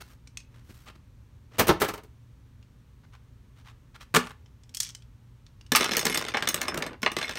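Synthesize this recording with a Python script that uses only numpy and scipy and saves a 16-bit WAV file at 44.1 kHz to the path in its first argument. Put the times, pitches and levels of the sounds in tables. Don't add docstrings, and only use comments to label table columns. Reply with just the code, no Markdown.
import sys
import numpy as np
from scipy import signal
from scipy.fft import rfft, irfft, next_fast_len
from scipy.io import wavfile

SR = 44100
rng = np.random.default_rng(int(sys.argv[2]) if len(sys.argv) > 2 else 0)


def master(y):
    cut = np.clip(np.atleast_2d(y).T, -1, 1)
    pcm = np.round(cut * 32767)
    wavfile.write(sys.argv[1], SR, pcm.astype(np.int16))


N = 325581
BLOW_SAMPLES = 12288
AGE_S = np.arange(BLOW_SAMPLES) / SR

# f/Hz, relative density/dB
AIR_SPECTRUM = [(12, -37), (20, -5.5), (120, -5), (177, -17.5), (262, -17.5), (319, -27), (347, -26.5),
                (560, -31.5), (698, -39), (897, -33.5), (3950, -43.5), (4940, -46), (6010, -45.5),
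                (16000, -54.5)]
BRUSH_SPECTRUM = [(100, -6.5), (400, -10), (700, -9.5), (1200, -3), (2200, -7.5), (4000, -11), (8000, -18),
                  (15000, -25)]
CLICK_SPECTRUM = [(200, -29), (700, -29), (1300, -8), (2800, -1.5), (6000, 8), (9000, 4), (14000, -10)]
PACK_SPECTRUM = [(50, -27.5), (110, -12), (220, -4.5), (400, -0.5), (600, -14.5), (1200, 1.5), (2000, -6.5),
                 (2800, -6.5), (4000, -9.5), (6000, -14.5), (9000, -11.5), (14000, -25)]
TIN_SPECTRUM = [(40, -19), (70, 3), (105, -7), (170, 0), (400, 2.5), (750, -3.5), (1200, -3), (2000, -7),
                (3500, -11), (6000, -16), (9000, -17), (14000, -21)]
PENCIL_SPECTRUM = [(50, -49), (130, -8.5), (260, -1.5), (450, 0), (750, -4.5), (1200, -3), (2200, -0.5),
                   (3500, -7), (6000, -8), (9000, -15), (14000, -24.5)]
# f/Hz, rms level/dB
HUM_PARTIALS = [(59.2, -61), (118.4, -59)]
# f/Hz, width/Hz, gain/dB
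PORT_NOTCHES = [(4970, 170, -2.5), (7475, 700, -2), (10170, 690, -5)]
# f/Hz, relative level/dB, t60/s
HELD_STICK_MODES = [(2300, -9, .025), (2950, -8, .03), (3390, -6, .03), (4340, -7, .03), (5540, 2, .045),
                    (6500, -3, .035), (7000, -1, .035), (8150, -5, .04), (9220, -2, .035),
                    (12420, -10, .035)]
FREE_STICK_MODES = [(2140, 8, 0.03), (2560, -8, 0.07), (2920, 2.5, 0.032), (3550, 8, 0.04), (4080, 1, 0.05),
                    (5280, 6, 0.048), (5650, -12, .08), (5915, -8, 0.06), (6550, -6, 0.05),
                    (6210, -3, 0.031), (8190, 0.5, 0.045), (9000, -6, 0.055), (9500, -4, 0.035),
                    (11300, -8, 0.045), (12450, -7, .04), (14600, -14, .04)]
PILE_MODES = [(123, -16, 0.12), (170, -5, .12), (241.6, -0.5, .11), (350, -7, 0.07), (446, -0.5, 0.075),
              (664, -14, 0.11), (805, -7, 0.11), (1045, -2.5, 0.1), (1141, -2, 0.13), (1270, -2, .07),
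              (1420, -5, .07), (1730, -1.5, 0.1), (1790, -6, .09), (2253, -11.5, 0.1)]
LID_MODES = [(61.8, -17, .14), (155, -13, .1), (185, -14.5, 0.073), (319, -3, 0.12), (421, 3, .09),
             (525, -13, .08), (655, -8.5, 0.086), (820, -7, .09), (930, -4.5, .085), (1052, -6.5, .09),
             (1220, -14, .09), (1315, -3.5, .1), (1765, -14, .12)]
# t/s, level/dB, length/s, thud/dB, tilt/(dB/oct)
BRUSH_STROKES = [(.002, -42, .024, 4, 2.5), (.016, -62, .15, 4, 4), (.5, -63, .14, 12, -1),
                 (.684, -57, .037, 21, 2), (.616, -63, .3, 4, 5), (.856, -46, .059, 3, -4),
                 (.947, -56, .021, 14, -1), (1.504, -52.5, .097, 10, -5), (3.03, -59, .03, -6, -8),
                 (3.119, -53.5, .05, -12, -5), (3.553, -60.5, .08, -8, -2), (3.642, -51.5, .083, -15, -4),
                 (3.94, -49, .033, -9, -4), (3.997, -47, .045, -6, -1)]
# t/s, level/dB, tilt/(dB/oct), f/Hz
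HAND_CLICKS = [(.273, -44, -9, 2370), (.372, -31.5, -6, 2570), (.403, -46, -9, 2490),
               (2.627, -51, -17, 2800), (4.46, -51, -14, 3060), (4.635, -53, -7, 3470),
               (4.693, -52, -5, 3500), (4.741, -45, -7, 2850), (4.747, -36, 1, 5390), (4.77, -36, 3, 3340),
               (4.802, -24, 1, 5500), (4.831, -32, 0, 5650), (4.864, -36, -11, 3400),
               (4.889, -40, -6, 5600), (4.897, -40, -9, 3350), (4.949, -38.5, -3, 3010),
               (5.022, -51, -10, 3300), (5.465, -46, -13, 3550), (5.611, -44, -13, 2900),
               (5.664, -46, -13, 2960)]
# t/s, level/dB, thud/dB, tilt/(dB/oct)
PACK_BLOWS = [(4.141, -27, 6, 0), (4.147, -17.5, -1, -1), (4.158, -19.5, 3.5, 1), (4.163, -14.5, 2, -1),
              (4.169, -25, 7, -2), (4.269, -40, -11, -4), (4.306, -44, -10, -7)]
# t/s, level/dB, thud/dB, tilt/(dB/oct), lid ring/dB, rim lead/s
TIN_KNOCKS = [(1.594, -14.5, 0, 2.5, -10, .011), (1.69, -14, 1, -4, 0, .021),
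              (1.817, -20, -2, 1.5, 0, .017), (1.846, -29, -4, -2, -9, .005),
              (1.886, -28.5, -3, 0, -6, .007), (1.937, -39, -4, 2, 3, .004), (1.977, -43, -2, -4, -5, .003),
              (2.034, -56, 5, 4, -8, .001)]
# t/s, level/dB, thud/dB, tilt/(dB/oct), stick ring/dB, clack f/Hz
PENCIL_BLOWS = [(5.719, -19, 4, 3, -2, 1730), (5.75, -12, -20, -4, -1, 1220),
                (5.758, -21.5, -16, 10, -5, 2000), (5.766, -19.5, -7, 5, -9, 1170),
                (5.808, -20.5, -1, -2, -1, 1330), (5.829, -22, -14, -5, 3, 1180),
                (5.843, -26, -7, 3, -7, 940), (5.856, -26, -9, -7, -2, 1420), (5.917, -26, 7, 0, 3, 1720),
                (5.935, -28, 3, 1, -6, 1730), (5.968, -25, 2, 9, -15, 1900), (5.993, -32, 6, 9, 6, 1940),
                (6.011, -29, -4, -3, 7, 1080), (6.053, -27, 7, 8.5, -4, 780),
                (6.066, -22.5, 4, 4, -8, 1730), (6.098, -28, 8, 0, 8, 1980), (6.125, -30, -9, 0, 9, 1730),
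                (6.145, -23, -7, -1, 6, 1740), (6.156, -26, 2, -7, 4, 1920), (6.174, -27, 4, 6, -1, 1730),
                (6.212, -33, 5, 0, -15, 1020), (6.284, -30.5, 0, 0, -2, 2000),
                (6.345, -16.5, -6, -21, 2, 810), (6.37, -20.5, -8, -8, -3, 790),
                (6.424, -23, -3, -6, -4, 1610), (6.474, -23.5, -3, 2, 1, 1820),
                (6.488, -27.5, 8, 6, 9, 1960), (6.543, -27.5, 0, 8, -20, 1220),
                (6.615, -28, 1, 6, -15, 1780), (6.682, -22.5, -3, -5, 3, 1070),
                (6.743, -36, 11, 3, -15, 1080), (6.775, -31.5, 9, 4, -9, 1220),
                (6.823, -25.5, -2, -3, -6, 1740), (6.864, -35, 5, 1, -3, 630),
                (6.931, -45, 6, -7, -12, 1200), (7.019, -48, 8, 7, 0, 1400), (7.03, -24, 4.5, -2, -4, 1430),
                (7.062, -12.5, -10, -14, -2, 1230), (7.117, -37, 8, 3, 1, 1170),
                (7.166, -24.5, 3.5, -3, -1, 2000), (7.186, -29, -9, -2, -7, 1170),
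                (7.214, -28.5, 0, -5, -10, 1620), (7.228, -27, -9, -6, 12, 1620),
                (7.245, -30, -5, -8, 12, 1990), (7.28, -32, 2, -8, 10, 1900),
                (7.293, -30, -3, -2, -8, 1730), (7.31, -34, -4, -3, 3, 1600), (7.355, -36, 0, 1, -5, 1890),
                (7.372, -33.5, -8, -3, 4, 1700)]
# t/s, length/s, level/dB, fade/(dB/s), tilt/(dB/oct)
PEN_RATTLE = (4.18, .14, -44.5, 60, 1)
HANDFUL = (4.807, .1, -30, 130, -5)
FIRST_SPILL = (5.77, .92, -28, 8, -3)
LAST_SPILL = (7.19, .19, -34, 25, -4)


def undb(db):
    return 10 ** (np.asarray(db) / 20)


def curve(points, hz):
    point_hz, db = np.transpose(points)
    return undb(np.interp(np.log(hz + 1), np.log(point_hz), db))


def shaped(x, gain):
    n = next_fast_len(len(x) + BLOW_SAMPLES, real=True) // 2 * 2
    hz = np.arange(n // 2 + 1) * SR / n
    cepstrum = irfft(np.log(gain(hz) + 1e-9))
    cepstrum[1:n // 2] *= 2
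    cepstrum[n // 2 + 1:] = 0
    return irfft(rfft(x, n) * np.exp(rfft(cepstrum)))[:len(x)]


def unit(x):
    return x * np.sqrt(SR / 100 / np.sum(x ** 2, axis=-1, keepdims=True))


def add(track, t_s, x):
    i = int(t_s * SR)
    track[i:i + len(x)] += x[:max(N - i, 0)]


def noise_bands():
    centres_hz = 44 * 2 ** (np.arange(18) / 2)
    hz = np.arange(4 * BLOW_SAMPLES + 1) * SR / (8 * BLOW_SAMPLES)
    bands_apart = np.abs(2 * np.log2((hz + 1) / centres_hz[:, None]))
    masks = np.cos(np.pi / 2 * np.minimum(bands_apart, 1))
    return centres_hz, irfft(masks * np.exp(2j * np.pi * rng.random(masks.shape)))


def crack(bands, spectrum, t60_s, damping, rise_s, scatter_db):
    hz, strips = bands
    start = rng.integers(strips.shape[1] - BLOW_SAMPLES)
    time_scale = (np.maximum(hz, 250)[:, None] / 1000) ** -damping
    attack = 1 - np.exp(-AGE_S / (rise_s * time_scale))
    decay = undb(-60 * AGE_S / (t60_s * time_scale))
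    bursts = strips[:, start:start + BLOW_SAMPLES] * attack * decay
    spot_gain = undb(scatter_db * rng.uniform(-1, 1, len(hz)))
    return unit((curve(spectrum, hz) * np.sqrt(hz) * spot_gain) @ unit(bursts))


def ring(modes, detune, scatter_db):
    hz, db, t60_s = np.transpose(modes)
    pitch, size, side = rng.uniform(-1, 1, (3, len(hz)))
    detuned_hz = hz * (1 + detune * pitch)
    waves = np.sin(2 * np.pi * detuned_hz[:, None] * AGE_S) * undb(-60 * AGE_S / t60_s[:, None])
    return unit((np.sign(side) * undb(db + scatter_db * size)) @ waves)


def contact(x, thud_db, tilt_db_oct):
    def gain(hz):
        treble_oct = np.log2(np.hypot(1, hz / 3600))
        return curve([(380, thud_db), (850, 0)], hz) * undb(tilt_db_oct * treble_oct)
    return shaped(x, gain)


def chatter(x, spread_s, gain, count):
    out = x.copy()
    for late, strength in rng.uniform(-.9, 1, (count, 2)):
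        lag = 1 + int(abs(late) * spread_s * SR)
        out[lag:] += gain * strength * x[:-lag]
    return unit(out)


def room_tone():
    noise = rng.standard_normal(N + BLOW_SAMPLES)
    air = shaped(noise, lambda hz: curve(AIR_SPECTRUM, hz))[BLOW_SAMPLES:]
    hum = sum(undb(db) * np.sqrt(2) * np.sin(2 * np.pi * (hz * np.arange(N) / SR + rng.random()))
              for hz, db in HUM_PARTIALS)
    return undb(-53) * air / air.std() + hum


def walls(x, bands, t60_s, treble_t60_s, wet_db, treble_db, onset_s):
    hz, strips = bands
    age_s = np.arange(2 * BLOW_SAMPLES) / SR
    band_t60_s = np.interp(np.log(hz), np.log([2500, 13000]), [t60_s, treble_t60_s])
    onset = 1 - np.exp(-(age_s / onset_s) ** 2)
    tails = unit(strips[:, :len(age_s)] * undb(-60 * age_s / band_t60_s[:, None]) * onset)
    band_share = np.sqrt(hz / hz.sum() * 100 / SR)
    response = (band_share * curve([(100, -2), (2000, -1.5), (10000, treble_db)], hz)) @ tails
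    return x + undb(wet_db) * signal.fftconvolve(x, response)[:N]


def finger_brushes():
    out = np.zeros(N)
    for t_s, db, length_s, thud_db, tilt_db_oct in BRUSH_STROKES:
        swell = np.sin(np.pi * np.minimum(AGE_S / length_s, 1) ** 1.1)
        grip_db = 7 * np.interp(AGE_S, np.linspace(0, AGE_S[-1], 96), rng.uniform(-1, 1, 96))
        slips = rng.standard_normal(BLOW_SAMPLES) * undb(grip_db)
        rub = shaped(slips, lambda hz: curve(BRUSH_SPECTRUM, hz))
        add(out, t_s, undb(db) * contact(rub / rub.std() * swell, thud_db, tilt_db_oct))
    return out


def hand_clicks(bands):
    out = np.zeros(N)
    for t_s, db, tilt_db_oct, hz in HAND_CLICKS:
        click = crack(bands, CLICK_SPECTRUM, t60_s=.036, damping=.25, rise_s=.00069, scatter_db=4)
        sticks = undb(-8) * ring(HELD_STICK_MODES, detune=.03, scatter_db=4)
        note = undb(-8) * ring([(hz, 0, .024), (2.3 * hz, -5, .024)], detune=.015, scatter_db=1)
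        touch = chatter(click + sticks + note, spread_s=.009, gain=.25, count=2)
        add(out, t_s, undb(db) * contact(touch, 0, tilt_db_oct))
    return out


def rolling(bands, middle_s, half_length_s, peak_db, swell_db, count):
    out = np.zeros(N)
    for k, (late, weakness) in enumerate(rng.random((count, 2))):
        along = 2 * (k + late) / count - 1
        tick = crack(bands, PENCIL_SPECTRUM, t60_s=.03, damping=.45, rise_s=.0015, scatter_db=6.5)
        dull_tick = contact(tick, thud_db=3, tilt_db_oct=-36)
        db = peak_db - swell_db * along ** 2 - 8 * weakness
        add(out, middle_s + half_length_s * along, undb(db) * dull_tick)
    return out


def jostle(bands, run, spectrum, modes, ring_db, count):
    out = np.zeros(N)
    start_s, length_s, db, fade_db_per_s, tilt_db_oct = run
    for k, (late, weakness) in enumerate(rng.random((count, 2))):
        age_s = length_s * (k + late) / count
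        tick = crack(bands, spectrum, t60_s=.028, damping=.5, rise_s=.0009, scatter_db=6.5)
        tone = undb(ring_db) * ring(modes, detune=.025, scatter_db=10)
        touch = contact(tick + tone, 0, tilt_db_oct - 7 * age_s)
        add(out, start_s + age_s, undb(db - fade_db_per_s * age_s - 11 * weakness) * touch)
    return out


def pen_pack(bands):
    out = np.zeros(N)
    for t_s, db, thud_db, tilt_db_oct in PACK_BLOWS:
        slap = crack(bands, PACK_SPECTRUM, t60_s=.045, damping=.12, rise_s=.00061, scatter_db=.5)
        pile = undb(-4.5) * ring(PILE_MODES, detune=.0085, scatter_db=1)
        add(out, t_s, undb(db) * contact(slap + pile, thud_db, tilt_db_oct))
    return out


def tin_blow(bands, thud_db, tilt_db_oct, lid_db):
    knock = crack(bands, TIN_SPECTRUM, t60_s=.057, damping=.12, rise_s=.0022, scatter_db=2.5)
    lid = undb(lid_db) * ring(LID_MODES, detune=.012, scatter_db=3)
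    return contact(knock + lid, thud_db, tilt_db_oct)


def tin(bands, load_lag_s):
    out = np.zeros(N)
    for t_s, db, thud_db, tilt_db_oct, lid_db, lead_s in TIN_KNOCKS:
        for early_s, rim_db in [(lead_s, -15.5), (lead_s / 2, -9.5)]:
            rim = tin_blow(bands, thud_db, tilt_db_oct=3.5, lid_db=-13)
            add(out, t_s - early_s, undb(db + rim_db) * rim)
        add(out, t_s, undb(db) * tin_blow(bands, thud_db, tilt_db_oct, lid_db))
        for k, late in enumerate(rng.uniform(-.15, .15, 2), start=1):
            thump = tin_blow(bands, thud_db, tilt_db_oct - 5, lid_db)
            add(out, t_s + load_lag_s * (k + late), undb(db - 4 * k) * thump)
    return out


def pencil_blow(bands, ring_db, clack_hz):
    tick = crack(bands, PENCIL_SPECTRUM, t60_s=.034, damping=.35, rise_s=.0013, scatter_db=3)
    pile = undb(-10) * ring(PILE_MODES, detune=.0386, scatter_db=.5)
    pitch_ratio = 1 + .012 * rng.uniform(-1, 1)
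    own_modes = np.array(FREE_STICK_MODES) * [pitch_ratio, 1, 1]
    stick = undb(ring_db - 3.5) * ring(own_modes, detune=.018, scatter_db=12)
    low_modes = [(clack_hz, 0, .063), (2.3 * clack_hz, -3, .052)]
    clack = undb(-8) * ring(low_modes, detune=.02, scatter_db=.5)
    return chatter(tick + pile + stick + clack, spread_s=.014, gain=.32, count=3)


def pencils(bands, bounce_s, bounce_db):
    out = np.zeros(N)
    for t_s, db, thud_db, tilt_db_oct, ring_db, clack_hz in PENCIL_BLOWS:
        landing = contact(pencil_blow(bands, ring_db, clack_hz), thud_db, tilt_db_oct)
        add(out, t_s, undb(db) * landing)
        bounce = contact(pencil_blow(bands, ring_db, clack_hz), thud_db, tilt_db_oct - 3)
        add(out, t_s + bounce_s * rng.uniform(.7, 1.3), undb(db + bounce_db) * bounce)
    return out


def scene():
    bands = noise_bands()
    table = tin(bands, load_lag_s=.0095) + pen_pack(bands)
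    table += pencils(bands, bounce_s=.014, bounce_db=-12.5)
    table += jostle(bands, PEN_RATTLE, PACK_SPECTRUM, PILE_MODES, ring_db=-12, count=16)
    table += jostle(bands, HANDFUL, CLICK_SPECTRUM, HELD_STICK_MODES, ring_db=-6, count=12)
    table += jostle(bands, FIRST_SPILL, PENCIL_SPECTRUM, FREE_STICK_MODES, ring_db=-6, count=76)
    table += jostle(bands, LAST_SPILL, PENCIL_SPECTRUM, FREE_STICK_MODES, ring_db=-3, count=15)
    table += rolling(bands, middle_s=6.765, half_length_s=.19, peak_db=-29, swell_db=15, count=48)
    table += hand_clicks(bands) + finger_brushes()
    room = walls(table, bands, t60_s=.25, treble_t60_s=.13, wet_db=-10.5, treble_db=-2.5, onset_s=.007)
    return (room + room_tone())[None]


def record(dry):
    def port_gain(hz):
        return undb(sum(db * np.exp(-((hz - centre_hz) / width_hz) ** 2)
                        for centre_hz, width_hz, db in PORT_NOTCHES))
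    low_hz, top_hz, ceiling = 37, 15750, .5
    highpass = signal.butter(4, low_hz, "high", fs=SR, output="sos")
    lowpass = signal.ellip(10, .2, 80, top_hz, fs=SR, output="sos")
    port = signal.sosfilt(highpass, shaped(dry[0], port_gain))
    rounded = ceiling * np.tanh(port / ceiling)
    return signal.sosfilt(lowpass, rounded)[None]


dry = scene()
out = record(dry)
master(out)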